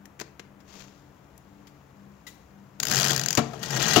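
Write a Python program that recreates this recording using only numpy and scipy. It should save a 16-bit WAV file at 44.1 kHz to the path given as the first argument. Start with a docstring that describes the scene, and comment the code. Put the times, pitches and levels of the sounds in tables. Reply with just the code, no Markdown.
"""Light lever clicks and a hand brushing the case: an old mechanical calculator, close up in a small room.
A latch springs, the carriage is pulled along its rack with a pawl snapping over the teeth, and it thuds
into the end stop. Then it runs back with a growing rattle of gears and slams home.
Contacts are quickly dying noise, steel parts are fading sine tones, and sliding and brushing are
noise made uneven by tiny contacts. Dull room noise and a wavering hum lie underneath."""
import sys
import numpy as np
from scipy import signal
from scipy.fft import rfft, irfft, next_fast_len
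from scipy.io import wavfile
from scipy.ndimage import uniform_filter1d, map_coordinates

SR = 44100
rng = np.random.default_rng(int(sys.argv[2]) if len(sys.argv) > 2 else 0)


def store_pcm(level_fs):
    """Save levels as 16-bit WAV."""
    pcm = np.round(np.clip(level_fs, -1, 1) * 32767).astype(np.int16)
    wavfile.write(sys.argv[1], SR, np.atleast_2d(pcm).T)


N = 176400  # samples, 4 s


# The pawl drops into the rack, one row a tooth: (time [s], level [dB])
PAWL_SNAPS = [(2.8, -12.5), (2.8295, -12), (2.832, -10.5), (2.852, -15.5), (2.8687, -14), (2.8833, -14),
              (2.8984, -17), (2.9107, -11), (2.9147, -10.5), (2.9235, -13), (2.9354, -15), (2.9458, -12.5),
              (2.957, -10.5), (2.9675, -12), (2.9778, -11), (2.9869, -11.5), (2.998, -10), (3.008, -13),
              (3.0184, -11.5), (3.03, -12.5), (3.043, -10), (3.05, -11), (3.0608, -12.5), (3.0719, -13.5),
              (3.0825, -13.5), (3.0948, -14), (3.1041, -13), (3.1076, -10), (3.118, -14), (3.1314, -13.5),
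              (3.147, -16), (3.1619, -10), (3.1773, -13), (3.1946, -13.5), (3.2133, -15.5), (3.2356, -14),
              (3.26, -12.5), (3.2843, -11), (3.3059, -10.5), (3.3283, -14), (3.351, -11.5)]
# Tone colour of the snap: (frequency [Hz], level [dB])
PAWL_COLOUR = [(150, -17), (900, -9.5), (1600, 1.5), (2300, -4.5), (4500, -1), (7100, 2.5), (9000, -1),
               (12500, 1), (15500, 0.5)]
# Ringing tones of the pawl: (frequency [Hz], level [dB], time to fall 60 dB [s])
PAWL_MODES = [(1532, -6, 0.026), (4870, 2.5, 0.027), (6560, 0, 0.029)]
PAWL_DB, PAWL_RING_DB = 3.8, -13  # added to the level of each row
PAWL_T60, PAWL_RISE_S = 0.015, 0.0007
PAWL_SCATTER = 0.025  # each tooth rings a little higher or lower (share of the frequency)


def pawl():
    """Each tooth gives a sharp snap of noise and a short steel ring, fastest in the middle of the pull."""
    snaps, steel = np.zeros((2, 2, N))
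    for s, db in PAWL_SNAPS:
        add(snaps, s, amp(db + PAWL_DB) * burst(PAWL_T60, PAWL_RISE_S))
        modes = []
        for hz, level, t60 in PAWL_MODES:
            modes.append((hz * (1 + PAWL_SCATTER * rng.standard_normal()), level, t60))
        add(steel, s, amp(db + PAWL_RING_DB) * ring(modes, size=3000))
    return tinted(coloured(snaps, PAWL_COLOUR) + steel)


# The sliding carriage: (time [s], rumble level [dB], rattle level [dB])
SLIDE = [(2.79, -50, -75), (2.83, -43, -56), (2.89, -37.5, -34), (2.92, -29.5, -30), (3.0, -33.5, -25.5),
         (3.11, -29.5, -30), (3.16, -37, -31), (3.22, -38, -38.5), (3.36, -41, -43.5), (3.5, -40.5, -52.5),
         (3.61, -42, -46), (3.64, -38.5, -36.5), (3.7, -38, -38.5), (3.74, -31, -30), (3.85, -30, -24),
         (3.95, -31.5, -24.5)]
# Tone colour of the rumble: (frequency [Hz], level [dB])
RUMBLE_COLOUR = [(25, -28), (70, -7.5), (105, -11), (135, 11.5), (190, -2), (380, -3), (520, -9),
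                 (720, -4.5), (1000, -12), (2000, -29)]
# Ringing tones of the machine's frame, also used by stops(): (frequency [Hz], level [dB], 60 dB fall [s])
FRAME_MODES = [(135.1, 1.5, 0.41), (161.6, -2, 0.23), (230, -4.5, 0.43), (296.9, -2.5, 0.37),
               (356, -2.5, 0.22), (441.7, -4, 0.26), (691, -5, 0.33), (722, -5, 0.3)]
# Gears catch as the carriage runs back: (time [s], level [dB])
CATCHES = [(3.5322, -34), (3.6188, -35), (3.6284, -17.5), (3.6562, -28), (3.6833, -27), (3.7044, -17.5),
           (3.7264, -24), (3.7615, -17.5), (3.7684, -18.5), (3.8244, -11), (3.8803, -10), (3.908, -18.5),
           (3.9328, -10.5), (3.9569, -12)]
# Tone colour of the gear rattle: (frequency [Hz], level [dB])
GEAR_COLOUR = [(300, -27.5), (640, -2), (930, -7.5), (1450, 1), (2000, -5.5), (3000, -3.5), (5400, -5.5),
               (6800, -3), (9400, -10.5), (15500, -11.5)]
# Tone colour of the catches: (frequency [Hz], level [dB])
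CATCH_COLOUR = [(300, -21), (1450, 1), (2500, -4), (5400, -1.5), (6700, 1), (9400, -4), (15500, -1)]
DRONE_DB = -8.5  # the frame rings along under the rumble
GRAINS_PER_S, RUB_SHARE = 800, 0.45
CATCH_DB, CATCH_T60, CATCH_RISE_S = -1, 0.049, 0.0018


def carriage():
    """Sliding rumbles through the frame while loose gears rattle and catch with brighter clicks."""
    rumble_db, rattle_db = gains(SLIDE)
    push = amp(rumble_db) * noise()
    drone = resonate(push, ring(FRAME_MODES))
    gears = amp(rattle_db) * friction(GRAINS_PER_S, RUB_SHARE)
    catches = np.zeros((2, N))
    for s, db in CATCHES:
        add(catches, s, amp(db + CATCH_DB) * burst(CATCH_T60, CATCH_RISE_S))
    rattle = tinted(coloured(gears, GEAR_COLOUR) + coloured(catches, CATCH_COLOUR))
    rumble = coloured(push, RUMBLE_COLOUR)
    return rumble + amp(DRONE_DB) * drone + rods(rattle)


# The carriage strikes its stops and rebounds: (time [s], thud level [dB], crack level [dB])
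STOP_BLOWS = [(3.3724, -30, -12.5), (3.378, -12, -27), (3.389, -24, -24), (3.533, -35, -46),
              (3.9608, -20.5, -10.5), (3.967, -13.5, -16), (3.978, -21.5, -16.5)]
# Tone colour of the thud: (frequency [Hz], level [dB])
THUD_COLOUR = [(40, -27), (110, -11), (230, -2.5), (350, 1.5), (520, -12), (715, 0.5), (950, -15),
               (1150, -6), (2000, -20), (5000, -36)]
# Tone colour of the crack: (frequency [Hz], level [dB])
CRACK_COLOUR = [(400, -8.5), (1300, -10.5), (2200, -1.5), (7000, -3.5), (15500, -8.5)]
# Ringing tones of the steel stop: (frequency [Hz], level [dB], time to fall 60 dB [s])
CLANK_MODES = [(2863, 1, 0.046), (1284, -6, 0.074)]
THUD_T60, CRACK_T60 = 0.1, 0.054  # seconds
FRAME_DB = -14  # frame ring, relative to the row's thud level
CLANK_S, CLANK_DB = 3.9605, -11  # a steel stop takes the returning carriage


def stops():
    """Steel cracks against steel, the whole machine thuds and its frame rings on."""
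    thud, crack, frame = np.zeros((3, 2, N))
    for s, thud_db, crack_db in STOP_BLOWS:
        add(thud, s, amp(thud_db) * burst(THUD_T60, rise_s=0.00069))
        add(crack, s, amp(crack_db) * burst(CRACK_T60, rise_s=0.0011))
        add(frame, s, amp(thud_db + FRAME_DB) * ring(FRAME_MODES))
    add(frame, CLANK_S, amp(CLANK_DB) * ring(CLANK_MODES))
    return coloured(thud, THUD_COLOUR) + rods(coloured(crack, CRACK_COLOUR)) + frame


RODS_LOW_HZ, RODS_HIGH_HZ = 902, 7200
RODS_DB, RODS_T60 = -12.5, 0.035


def rods(x, count=110):
    """Many small rods and springs ring in sympathy, giving the sound a metallic grain."""
    modes = [(hz, 0, RODS_T60) for hz in rng.uniform(RODS_LOW_HZ, RODS_HIGH_HZ, count)]
    return x + amp(RODS_DB) * resonate(x, ring(modes, size=5000))


# Small levers and keys: (time [s], level [dB], time to fall 60 dB [s], body level [dB], treble level [dB])
LEVER_CLICKS = [(0.055, -36.5, 0.021, -3, 6.5), (0.1925, -34, 0.038, 2, -6), (0.1988, -20.5, 0.018, -4, -2),
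                (.208, -29, .03, -2, 1), (0.2126, -22, 0.031, 4.5, -15), (0.3947, -28.5, 0.032, 3, -10),
                (.602, -48.5, 0.068, 3, -4), (.803, -40, .045, -10, -6), (1.378, -47, 0.015, -10, 18.5),
                (1.67, -43.5, 0.085, -8, 0)]
# Tone colour of the clicks: (frequency [Hz], level [dB])
LEVER_COLOUR = [(60, -30), (120, -15), (320, 9.5), (530, -2.5), (1000, -3), (1760, 3.5), (3000, -4.5),
                (4500, -3), (7000, -3), (15500, -0.5)]


def band(x, hz, kind):
    """Keep only the low, middle or high part of a sound."""
    return signal.sosfilt(signal.butter(3, hz, kind, fs=SR, output='sos'), x)


def levers():
    """Light contacts click, each with its own share of body and treble."""
    body, middle, treble = np.zeros((3, 2, N))
    for s, db, t60, body_db, treble_db in LEVER_CLICKS:
        click = amp(db) * burst(t60)
        add(middle, s, click)
        add(body, s, amp(body_db) * click)
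        add(treble, s, amp(treble_db) * click)
    low_hz, high_hz = 1500, 7800
    low = band(body, low_hz, 'low')
    mid = band(middle, [low_hz, high_hz], 'band')
    high = band(treble, high_hz, 'high')
    # the middle band is turned upside down in the mix
    return coloured(low - mid + high, LEVER_COLOUR)


# Ringing tones of the latch spring: (frequency [Hz], level [dB], time to fall 60 dB [s])
LATCH_MODES = [(1965, -3, .14), (2067, -4, 0.054), (3930, -8.5, .15), (6890, -10, 0.13)]
# Tone colour of the scrape: (frequency [Hz], level [dB])
LATCH_COLOUR = [(300, -4), (1500, -2), (7500, 2), (15500, 5)]
LATCH_S, LATCH_DB, LATCH_T60, LATCH_RISE_S = 2.266, -29.5, 0.096, 0.0059  # a sprung latch is released
LATCH_TAIL_DB, LATCH_TAIL_T60 = -45.5, 0.51  # the spring shivers on
LATCH_RING_DB = -35.5
LATCH_BLUR = 0.54  # the loose spring's ring is unsteady (radians)


def latch():
    """A short scrape sets a spring ringing and shivering."""
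    scrape, spring = np.zeros((2, 2, N))
    rub = amp(LATCH_DB) * burst(LATCH_T60, LATCH_RISE_S)
    shiver = amp(LATCH_TAIL_DB) * burst(LATCH_TAIL_T60, LATCH_RISE_S)
    add(scrape, LATCH_S, rub + shiver)
    add(spring, LATCH_S, amp(LATCH_RING_DB) * ring(LATCH_MODES, rise_s=0.0033))
    scrape = tinted(coloured(scrape, LATCH_COLOUR))
    # a random curve pushes the phase of the ring to and fro
    unsteady = np.real(signal.hilbert(spring) * np.exp(1j * LATCH_BLUR * wobble(200)))
    return scrape + unsteady


# A hand on the case: (time [s], level [dB])
BRUSH_LEVEL = [(.645, -70), (.7, -52), (.81, -45), (.87, -55.5), (1.1, -69.5)]
# Tone colour of the brushing: (frequency [Hz], level [dB])
BRUSH_COLOUR = [(150, 5), (2000, -1.5), (7200, 0), (8200, -9), (15500, -5)]
BRUSH_GRIPS_PER_S, BRUSH_RUB = 170, 1.9  # the skin catches now and then amid its steady rub


def brush():
    """Skin slides over the case, gripping and slipping."""
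    level_db, = gains(BRUSH_LEVEL)
    return coloured(amp(level_db) * friction(BRUSH_GRIPS_PER_S, BRUSH_RUB), BRUSH_COLOUR)


# How long the room rings: (frequency [Hz], time to fall 60 dB [s])
ROOM_T60 = [(150, 0.41), (2000, 0.47), (6000, 0.34), (14000, 0.15)]
ROOM_DB = -13


def room(x):
    """The small room answers with a short tail of fading noise whose treble dies first."""
    hz, t, z = signal.stft(rng.standard_normal((2, SR // 2)), SR, nperseg=256)
    fade = amp(-60 * t / along(ROOM_T60, hz)[:, None])
    tail = signal.istft(z * fade, SR, nperseg=256)[1]
    return resonate(x, tail)


# Tone colour of the room noise: (frequency [Hz], level [dB])
AIR_COLOUR = [(25, -28.5), (60, -8.5), (110, -9), (140, -5), (220, -12), (290, -11), (400, -14.5),
              (1110, -18.5), (2400, -28.5), (4500, -40.5), (7000, -37.5), (9800, -35.5), (15500, -29)]
# Wavering room hum: (frequency [Hz], level [dB])
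HUM_TONES = [(68, -67), (138, -64), (198, -58), (291, -65)]
# How much louder the left is than the right: (frequency [Hz], left over right [dB])
AIR_BALANCE = [(60, 1), (180, 5.5), (550, 10.5), (1650, 10.5), (12000, -1.5)]
AIR_DB = -53.5


def air():
    """Dull room noise with a hum of tones that drift in strength and phase."""
    t = np.arange(N) / SR
    hum = 0
    for hz, db in HUM_TONES:
        drift = wobble(9) + 1j * wobble(9)
        hum = hum + amp(db) * unit(np.real(drift * np.exp(2j * np.pi * hz * t)))
    hiss = amp(AIR_DB) * coloured(noise(), AIR_COLOUR)
    return placed(hiss + hum * np.array([[1], [0]]), AIR_BALANCE)


# How alike the two sides are: (frequency [Hz], likeness [0 to 1])
ALIKE = [(60, 0.72), (150, 0.94), (400, 0.74), (1400, 0.26), (5000, 0.28)]
RIGHT_LAG_S, LAG_FADE_HZ = 0.00053, 400  # the bass reaches the right side a little later


def placed(pair, balance):
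    """Two unrelated signals become left and right, with likeness, loudness and lag set by frequency."""
    m = next_fast_len(N + SR // 4)
    hz = np.fft.rfftfreq(m, 1 / SR)
    a, b = rfft(pair, m)
    alike = np.clip(along(ALIKE, hz), 0, 1)
    lean = amp(-along(balance, hz))
    lag_s = RIGHT_LAG_S * np.exp(-hz / LAG_FADE_HZ)
    mixed = alike * a + np.sqrt(1 - alike ** 2) * b
    right = lean * mixed * np.exp(-2j * np.pi * hz * lag_s)
    # the last factor keeps the total power of the two sides
    return irfft(np.array([a, right]) * np.sqrt(2 / (1 + lean ** 2)), m)[:, :N]


def burst(t60, rise_s=0.00045):
    """The crowded, quickly dying ring of one contact, made of fading noise."""
    t = np.arange(SR // 4) / SR
    return rng.standard_normal((2, len(t))) * amp(-60 * t / t60) * (1 - np.exp(-t / rise_s))


def ring(modes, rise_s=0.00068, size=22050):
    """A struck part rings in fading sine tones, a little different at every blow."""
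    t = np.arange(size) / SR
    hz, db, t60 = np.transpose(modes)[:, :, None]
    level = amp(db + 2 * rng.standard_normal(hz.shape) - 60 * t / t60)
    tones = level * np.sin(2 * np.pi * (hz * t + rng.random((2, len(hz), 1))))
    return tones.sum(1) * (1 - np.exp(-t / rise_s))


GRAIN_S, GRAIN_SPREAD_DB = 0.00075, 3.2  # fading time and uneven size of tiny contacts


def friction(rate, rub):
    """Noise of rms near 1: tiny contacts of uneven size, rate a second, over a steady rub."""
    ticks = (rng.random(N) < rate / SR) * amp(GRAIN_SPREAD_DB * rng.standard_normal(N))
    power = signal.lfilter([1], [1, -np.exp(-1 / (SR * GRAIN_S))], ticks ** 2)
    contact = np.sqrt(power)
    return unit(unit(contact) + rub) * noise()


TINT_DB = 2.4  # no two contacts have quite the same colour


def strength(v):
    """Size of each short slice of sound, over all its frequencies."""
    return np.linalg.norm(v, axis=1, keepdims=True) + 1e-20


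def tinted(x, size=256):
    """Contacts favour other resonances but keep their strength: random gain, patches about 700 Hz by 12 ms."""
    z = signal.stft(x, nperseg=size)[2]
    field = uniform_filter1d(rng.standard_normal(z.shape[1:]), size=4, axis=0)
    field = uniform_filter1d(field, size=4, axis=1)
    patchy = z * amp(TINT_DB * unit(field))
    return signal.istft(patchy * strength(z) / strength(patchy), nperseg=size)[1][:, :N]


def resonate(x, response):
    """Every moment of x sets off the response, scaled to unit energy on its first side."""
    return signal.fftconvolve(x, response / np.linalg.norm(response[0]), axes=1)[:, :N]


def coloured(x, points, size=8192):
    """Filter to a (Hz, dB) colour that keeps the power of white noise and never sounds early."""
    shape = unit(amp(along(points, np.fft.rfftfreq(size, 1 / SR))))
    # folding the cepstrum puts all of the filter after time zero
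    cepstrum = irfft(np.log(shape + 1e-6))
    cepstrum[1:size // 2] *= 2
    cepstrum[size // 2 + 1:] = 0
    response = irfft(np.exp(rfft(cepstrum)))[None, :size // 2]
    return signal.oaconvolve(x, response, axes=1)[:, :N]


def amp(db):
    """Decibels to gain."""
    return np.exp(np.asarray(db) * (np.log(10) / 20))


def unit(x):
    """Scale to rms 1."""
    return x / np.sqrt(np.mean(x ** 2) + 1e-20)


def along(points, hz):
    """Read (Hz, value) points on a log axis."""
    f, v = np.transpose(points)
    return np.interp(np.log(hz + 1), np.log(f + 1), v)


def gains(rows):
    """One dB level per sample for each column, silent before the first row and held after the last."""
    s, *cols = np.transpose(rows)
    return [np.interp(np.arange(N) / SR, s, c, left=-np.inf) for c in cols]


def wobble(rate):
    """A smooth random curve, rate knots a second."""
    knots = rng.standard_normal(int(N * rate / SR) + 4)
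    return map_coordinates(knots, [np.arange(N) * rate / SR])


def noise():
    """Two unrelated white noises."""
    return rng.standard_normal((2, N))


def add(track, s, sound):
    """Mix a sound in at time s, cut off at the end of the track."""
    part = track[:, max(round(s * SR), 0):][:, :sound.shape[1]]
    part += sound[:, :part.shape[1]]


# How much louder the machine is on the left: (frequency [Hz], left over right [dB])
NEAR_BALANCE = [(100, 5), (240, 6.5), (480, 13.5), (2200, 13), (4500, 20), (7300, 30.5), (9500, 14),
                (15000, 0)]


def scene():
    """The machine, towards the left, in its room."""
    machine = levers() + latch() + pawl() + carriage() + stops() + brush()
    return placed(machine + amp(ROOM_DB) * room(machine), NEAR_BALANCE) + air()


SHELF_HZ, SHELF_DB = 7710, -11  # the top octave is duller
TOP_HZ, TOP_EDGE_HZ = 15850, 90  # upper limit and how gradual it is


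def record(dry):
    """The top octave steps down and the sound fades out steeply around the upper limit."""
    m = next_fast_len(N + SR // 4)
    hz = np.fft.rfftfreq(m, 1 / SR)
    shelf = amp(SHELF_DB * (1 + np.tanh((hz - SHELF_HZ) / 280)) / 2)
    limit = (1 - np.tanh((hz - TOP_HZ) / TOP_EDGE_HZ)) / 2
    return irfft(rfft(dry, m) * shelf * limit, m)[:, :N]


dry = scene()
out = record(dry)
store_pcm(out)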